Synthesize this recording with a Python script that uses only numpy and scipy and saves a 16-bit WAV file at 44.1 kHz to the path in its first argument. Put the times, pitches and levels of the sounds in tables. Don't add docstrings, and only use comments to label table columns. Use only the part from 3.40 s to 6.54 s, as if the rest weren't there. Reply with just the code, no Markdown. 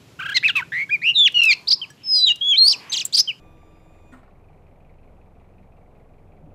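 import sys
import numpy as np
from scipy import signal
from scipy.fft import rfft, irfft, next_fast_len
from scipy.io import wavfile
from scipy.ndimage import uniform_filter1d

SR = 44100
rng = np.random.default_rng(int(sys.argv[2]) if len(sys.argv) > 2 else 0)


def transcribe(u):
    v = np.clip(np.atleast_2d(u).T, -1, 1)
    q = np.round(v * 32767).astype(np.int16)
    wavfile.write(sys.argv[1], SR, q)


def linear_from_db(decibels):
    return 10 ** (np.asarray(decibels, float) / 20)


N = 138474


def rms_one(x):
    return x / np.sqrt(np.mean(x ** 2) + 1e-20)


def in_time(rows):
    return np.interp(np.arange(N) / SR, *np.transpose(rows))


def drift(rate):
    r = np.exp(-80 * np.pi * rate / SR)
    noise = rng.standard_normal(N // 40 + 2002)
    slow = signal.lfilter([1], [1, -2 * r, r * r], noise)[2000:]
    return np.interp(np.arange(N) / 40, np.arange(len(slow)), rms_one(slow))


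def coloured(spectrum):
    size = next_fast_len(N)
    hz, db = np.transpose(spectrum)
    bins_hz = np.arange(size // 2 + 1) * SR / size
    gain = linear_from_db(np.interp(np.log(bins_hz + 1), np.log(hz), db, left=-90, right=-90))
    return rms_one(irfft(rfft(rng.standard_normal(size)) * gain, size)[:N])


def dying(clicks, t60):
    return signal.lfilter([1], [1, -linear_from_db(-60 / (t60 * SR))], clicks + 1e-18)


def resonant(table):
    out = 0
    for hz, width, db in table:
        r = np.exp(-np.pi * width / SR)
        a = [1, -2 * r * np.cos(2 * np.pi * hz / SR), r * r]
        once = signal.lfilter([1], a, rng.standard_normal(N))
        out = out + linear_from_db(db) * rms_one(signal.lfilter([1, 0, -1], a, once))
    return out


def bursts(clicks, t60):
    rows = uniform_filter1d(dying(clicks, t60), size=240)
    return rows / np.sqrt(np.mean(rows.sum(axis=0) ** 2))


def ring(clicks, hz, t60):
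    r, w = linear_from_db(-60 / (t60 * SR)), 2 * np.pi * hz / SR
    return signal.lfilter([0, np.sin(w)], [1, -2 * r * np.cos(w), r * r], clicks + 1e-18)


STRENGTH_SPREAD_DB = 1.2


def firings(crank, at):
    count = np.floor(crank - at).astype(int) + 1
    sizes = linear_from_db(STRENGTH_SPREAD_DB * rng.standard_normal(80))
    cylinder_turn = (count - 1) % 4 == np.arange(4)[:, None]
    return np.diff(count, prepend=count[0]) * sizes[count] * cylinder_turn


# time in seconds, firings per second.
FIRING = [(0, 21.783), (.845, 21.644), (.993, 22.729), (1.105, 22.129), (2.097, 21.66), (3.14, 21.705)]
CRANK_START = .135


def crank_position():
    return CRANK_START + np.cumsum(in_time(FIRING)) / SR


# rms in dB before waver, for multiples 1, 2, .. of the firing rate.
EXHAUST_DB = [-52.5, -63.5, -61, -60.5, -78, -65.5, -67.5]
EXHAUST_WAVER_DB = 1.08
MUFFLER_HZ, MUFFLER_Q = 54, 4


def exhaust_throb(crank):
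    throb = 0
    for k, db in enumerate(EXHAUST_DB, 1):
        ratio = k * FIRING[0][1] / MUFFLER_HZ
        lead = np.arctan(MUFFLER_Q * (1 / ratio - ratio)) * (k > 1)
        level = db + EXHAUST_WAVER_DB * np.sqrt(k) * drift(2.0)
        throb = throb - np.sqrt(2) * linear_from_db(level) * np.cos(2 * np.pi * k * (crank - .5) + lead * 1.0)
    return throb


# Hz, width in Hz, rms dB before the swell.
BLOCK = [(4060, 860, -93.5)]
# Hz, width in Hz, dB before the cylinder's tail level and the swell.
TAIL = [(2044, 460, -81)]
# relative strength in dB, resonance in Hz, relative level of its dull tail in dB.
CYLINDERS = [(0, 2290, 0), (-4, 2330, -1), (-2, 2470, -7), (1.5, 2450, 0)]
# time in seconds, gain in dB.
KNOCK_SWELL = [(0, 2.5), (1.0, 2), (1.6, 3), (2.3, 1.5), (3.14, 0)]
KNOCK_AT = .86
KNOCK_WIDTH_HZ, KNOCK_DB, KNOCK_T60_S = 480, -76.5, .13
TAIL_LAG_S = 0.0037
PING_DB, PING_T60_S = -61, .018


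def block_knock(crank):
    block, tail, knock = resonant(BLOCK), resonant(TAIL), 0
    clicks = firings(crank, KNOCK_AT) * linear_from_db(np.array(CYLINDERS)[:, :1])
    for click, burst, (_, hz, tail_db) in zip(clicks, bursts(clicks, KNOCK_T60_S), CYLINDERS):
        knock = knock + burst * (block + resonant([(hz, KNOCK_WIDTH_HZ, KNOCK_DB)]))
        knock = knock + linear_from_db(PING_DB) * ring(click, hz, PING_T60_S)
        knock = knock + linear_from_db(tail_db) * np.roll(burst, int(TAIL_LAG_S * SR)) * tail
    return linear_from_db(in_time(KNOCK_SWELL)) * knock


# Hz, width in Hz, rms dB.
PUFF = [(720, 260, -68), (520, 200, -71), (1150, 400, -77)]
# time in seconds, ring height in dB before softening.
POP = [(0, -50.5), (.7, -47), (.9, -61.5), (3.14, -49)]
PUFF_AT = .17
PUFF_T60_S, POP_HZ, POP_T60_S = 0.098, 730, 0.031


def tailpipe(crank):
    valve = firings(crank, PUFF_AT)
    puffs = resonant(PUFF) * bursts(valve, PUFF_T60_S).sum(axis=0)
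    soft = uniform_filter1d(ring(valve.sum(axis=0), POP_HZ, POP_T60_S), size=20)
    return puffs + linear_from_db(in_time(POP)) * soft


def diesel():
    crank = crank_position()
    return exhaust_throb(crank) + block_knock(crank) + tailpipe(crank)


# time in seconds, shaft turns per second.
SHAFT = [(0, 107), (.3, 106.8), (.55, 107.1), (.72, 107.1)]
MULTIPLES = [3, 9, 11, 22, 23, 26, 29, 31, 32, 33, 34, 35, 44, 46, 55, 66, 69, 77, 78, 88, 99, 100, 121,
             132]
# rms in dB before waver, at even steps from start to stop.
WHINE_DB = [(-62.5, -62.5, -62.5, -63.5), (-73, -73, -76, -71.5), (-66, -66.5, -66, -68, -70, -70, -76),
            (-83, -79, -83, -81), (-69.5, -70.5, -76, -73, -75, -70.5, -63.5), (-90, -82, -84, -92),
            (-91, -100, -102, -95), (-89, -92, -102, -97), (-87, -96, -96, -93), (-78.5, -79, -82, -80),
            (-88, -86, -85, -87), (-89, -83, -87, -91), (-101, -102, -92, -89),
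            (-97, -95, -86, -79.5, -91, -100, -94), (-87, -85, -86, -96, -94, -89, -81),
            (-83, -87, -95, -83, -82, -84, -84, -84, -84, -82, -81, -80, -80), (-90, -91, -87, -87),
            (-104, -99, -97, -99), (-104, -100, -97, -101), (-102, -102, -100, -102),
            (-95, -90, -103, -94, -92, -94, -99), (-99, -99, -99, -99),
            (-88, -87, -101, -103, -101, -96, -99), (-105, -105, -105, -103)]
# Hz, relative dB per Hz.
BRUSHES = [(900, -26), (1200, -1), (2500, -7.5), (4000, -18), (8000, -22.5), (14000, -21), (16000, -34)]
BRUSHES_DB, WHINE_WAVER_DB = -73, 1.5
SPEED_JITTER = 0.00051
STOP_S, CUT_S = .722, 0.0041


def pump_motor():
    turns = np.cumsum(in_time(SHAFT) * (1 + SPEED_JITTER * drift(13.0))) / SR
    out = linear_from_db(BRUSHES_DB + drift(3.6)) * coloured(BRUSHES)
    for multiple, db in zip(MULTIPLES, WHINE_DB):
        steps = np.linspace(0, STOP_S, len(db))
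        level = in_time(list(zip(steps, db))) + WHINE_WAVER_DB * drift(14.0)
        out = out + np.sqrt(2) * linear_from_db(level) * np.sin(2 * np.pi * (multiple * turns + rng.random()))
    return out * np.clip((STOP_S - np.arange(N) / SR) / CUT_S + 1, 0, 1)


# Hz, relative dB per Hz.
AIR = [(56, -23), (95, -4), (191, -3.5), (222, -8.5), (275, -8), (362, -11), (420, -8), (714, -11.5),
       (1700, -29.5), (2340, -31.5), (4620, -46), (13400, -48), (15200, -57)]
AIR_DB, RUMBLE_DB = -55.5, -65


def air_and_rumble():
    air = linear_from_db(AIR_DB + 0.49 * drift(4.5)) * coloured(AIR)
    return air + linear_from_db(RUMBLE_DB) * coloured([(35, -21.5), (60, 1.5), (100, -7), (130, -24.5)])


# time in seconds, rms in dB before waver.
WIND = [(0, -69), (1.1, -70), (1.6, -65), (2.1, -67), (2.75, -66), (2.9, -60), (3.0, -59), (3.07, -53),
        (3.14, -54)]


def wind():
    spectrum = [(45, -25), (100, -8), (189, 0), (320, -6), (620, -9), (900, -22), (1500, -45)]
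    return linear_from_db(in_time(WIND) + 2.5 * drift(8.9)) * coloured(spectrum)


RATTLE_T60_S = 0.19


def shaken(at, db, spectrum):
    clicks = np.zeros(N)
    clicks[at] = linear_from_db(db)
    return uniform_filter1d(dying(clicks, RATTLE_T60_S), size=130, origin=64) * coloured(spectrum)


# start in seconds, level in dB, brightness in dB per octave above MIDDLE_HZ.
HITS = [(0.7198, -55.5, 0.3), (0.729, -56, 4), (0.7382, -54.5, -5), (.772, -56, -1), (0.724, -51, 0.6),
        (0.7338, -49, -1), (.745, -62, -13), (0.76, -62, -10), (0.79, -57.5, -1), (0.832, -51, -6),
        (0.8771, -53, -11)]
# Hz, level in dB relative to the contact, t60 in seconds.
FRAME = [(479, -19, 0.1), (683, -11, 0.072), (786, -15, 0.078), (1003, -24, 0.12), (1110, -8, 0.081),
         (1308, -7, 0.06), (1770, -18, 0.069), (1840, -9, .1), (2083, -14, 0.16), (2310, -13, 0.16),
         (3320, -19, 0.08), (3600, -24, 0.087), (4150, -30, 0.083), (6950, -21, 0.044), (7900, -31, 0.087),
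         (8080, -18, 0.05)]
# Hz, relative dB per Hz.
RATTLE = [(300, -11), (700, 4.5), (1200, 7), (2200, -7), (4000, -15), (6000, -28.5), (7000, -45)]
# Hz, relative dB per Hz.
JINGLE = [(4000, -26), (6000, -11.5), (8200, 0), (9500, -12), (15000, -14), (16000, -38)]
RATTLE_DB, JINGLE_DB = -10, -26.5
MIDDLE_HZ = 1270
CONTACT_T60_S = 0.016


def clunk():
    start_s, db, bright_db = np.transpose(HITS)
    at, out = (start_s * SR).astype(int), 0
    for hz, level_db, t60 in FRAME:
        clicks = np.zeros(N)
        clicks[at] = linear_from_db(db + level_db + bright_db * max(np.log2(hz / MIDDLE_HZ), 0))
        scrape = dying(clicks, CONTACT_T60_S) * rng.standard_normal(N) / np.sqrt(CONTACT_T60_S * SR / 10)
        out = out + ring(clicks + 0.66 * scrape, hz, t60)
    rattle = shaken(at, db + RATTLE_DB, RATTLE)
    jingle = shaken(at, db + JINGLE_DB + 2 * bright_db, JINGLE)
    return out + rattle + jingle


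# Hz, height in dB before the swell-in, t60 in seconds.
PANEL = [(253.8, -36.5, 0.22), (1140, -61, 0.092), (1440, -46, 0.19), (1910, -49.5, 0.1)]
PANEL_S, PANEL_RISE_S = .721, 0.0082


def panel():
    t = np.maximum(np.arange(N) / SR - PANEL_S, 0)
    rings = sum(linear_from_db(db - 60 * t / t60) * np.sin(2 * np.pi * hz * t) for hz, db, t60 in PANEL)
    return (1 - np.exp(-t / PANEL_RISE_S)) * rings


# middle in seconds, peak in dB, Hz, length in seconds.
BUFFETS = [(2.2, -56, 188, .25), (2.89, -48, 88, .11), (3.0, -51, 200, .08), (3.043, -44, 158, .075),
           (3.075, -51, 280, .05), (3.088, -48, 100, .05), (3.125, -46, 112, .06)]


def buffets():
    t, out = np.arange(N) / SR, 0
    for middle_s, db, hz, length in BUFFETS:
        swell = np.cos(np.pi * np.clip((t - middle_s) / length, -.5, .5)) ** 2
        out = out + linear_from_db(db) * swell * np.sin(2 * np.pi * (hz * t + rng.random()))
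    return out


def scene():
    outdoors = air_and_rumble() + wind() + buffets()
    return (diesel() + pump_motor() + clunk() + panel() + outdoors)[None]


def top_cut(x):
    return signal.sosfilt(signal.butter(12, 15330, fs=SR, output="sos"), x)


def record(dry):
    return top_cut(dry)


dry = scene()
out = record(dry)
transcribe(out)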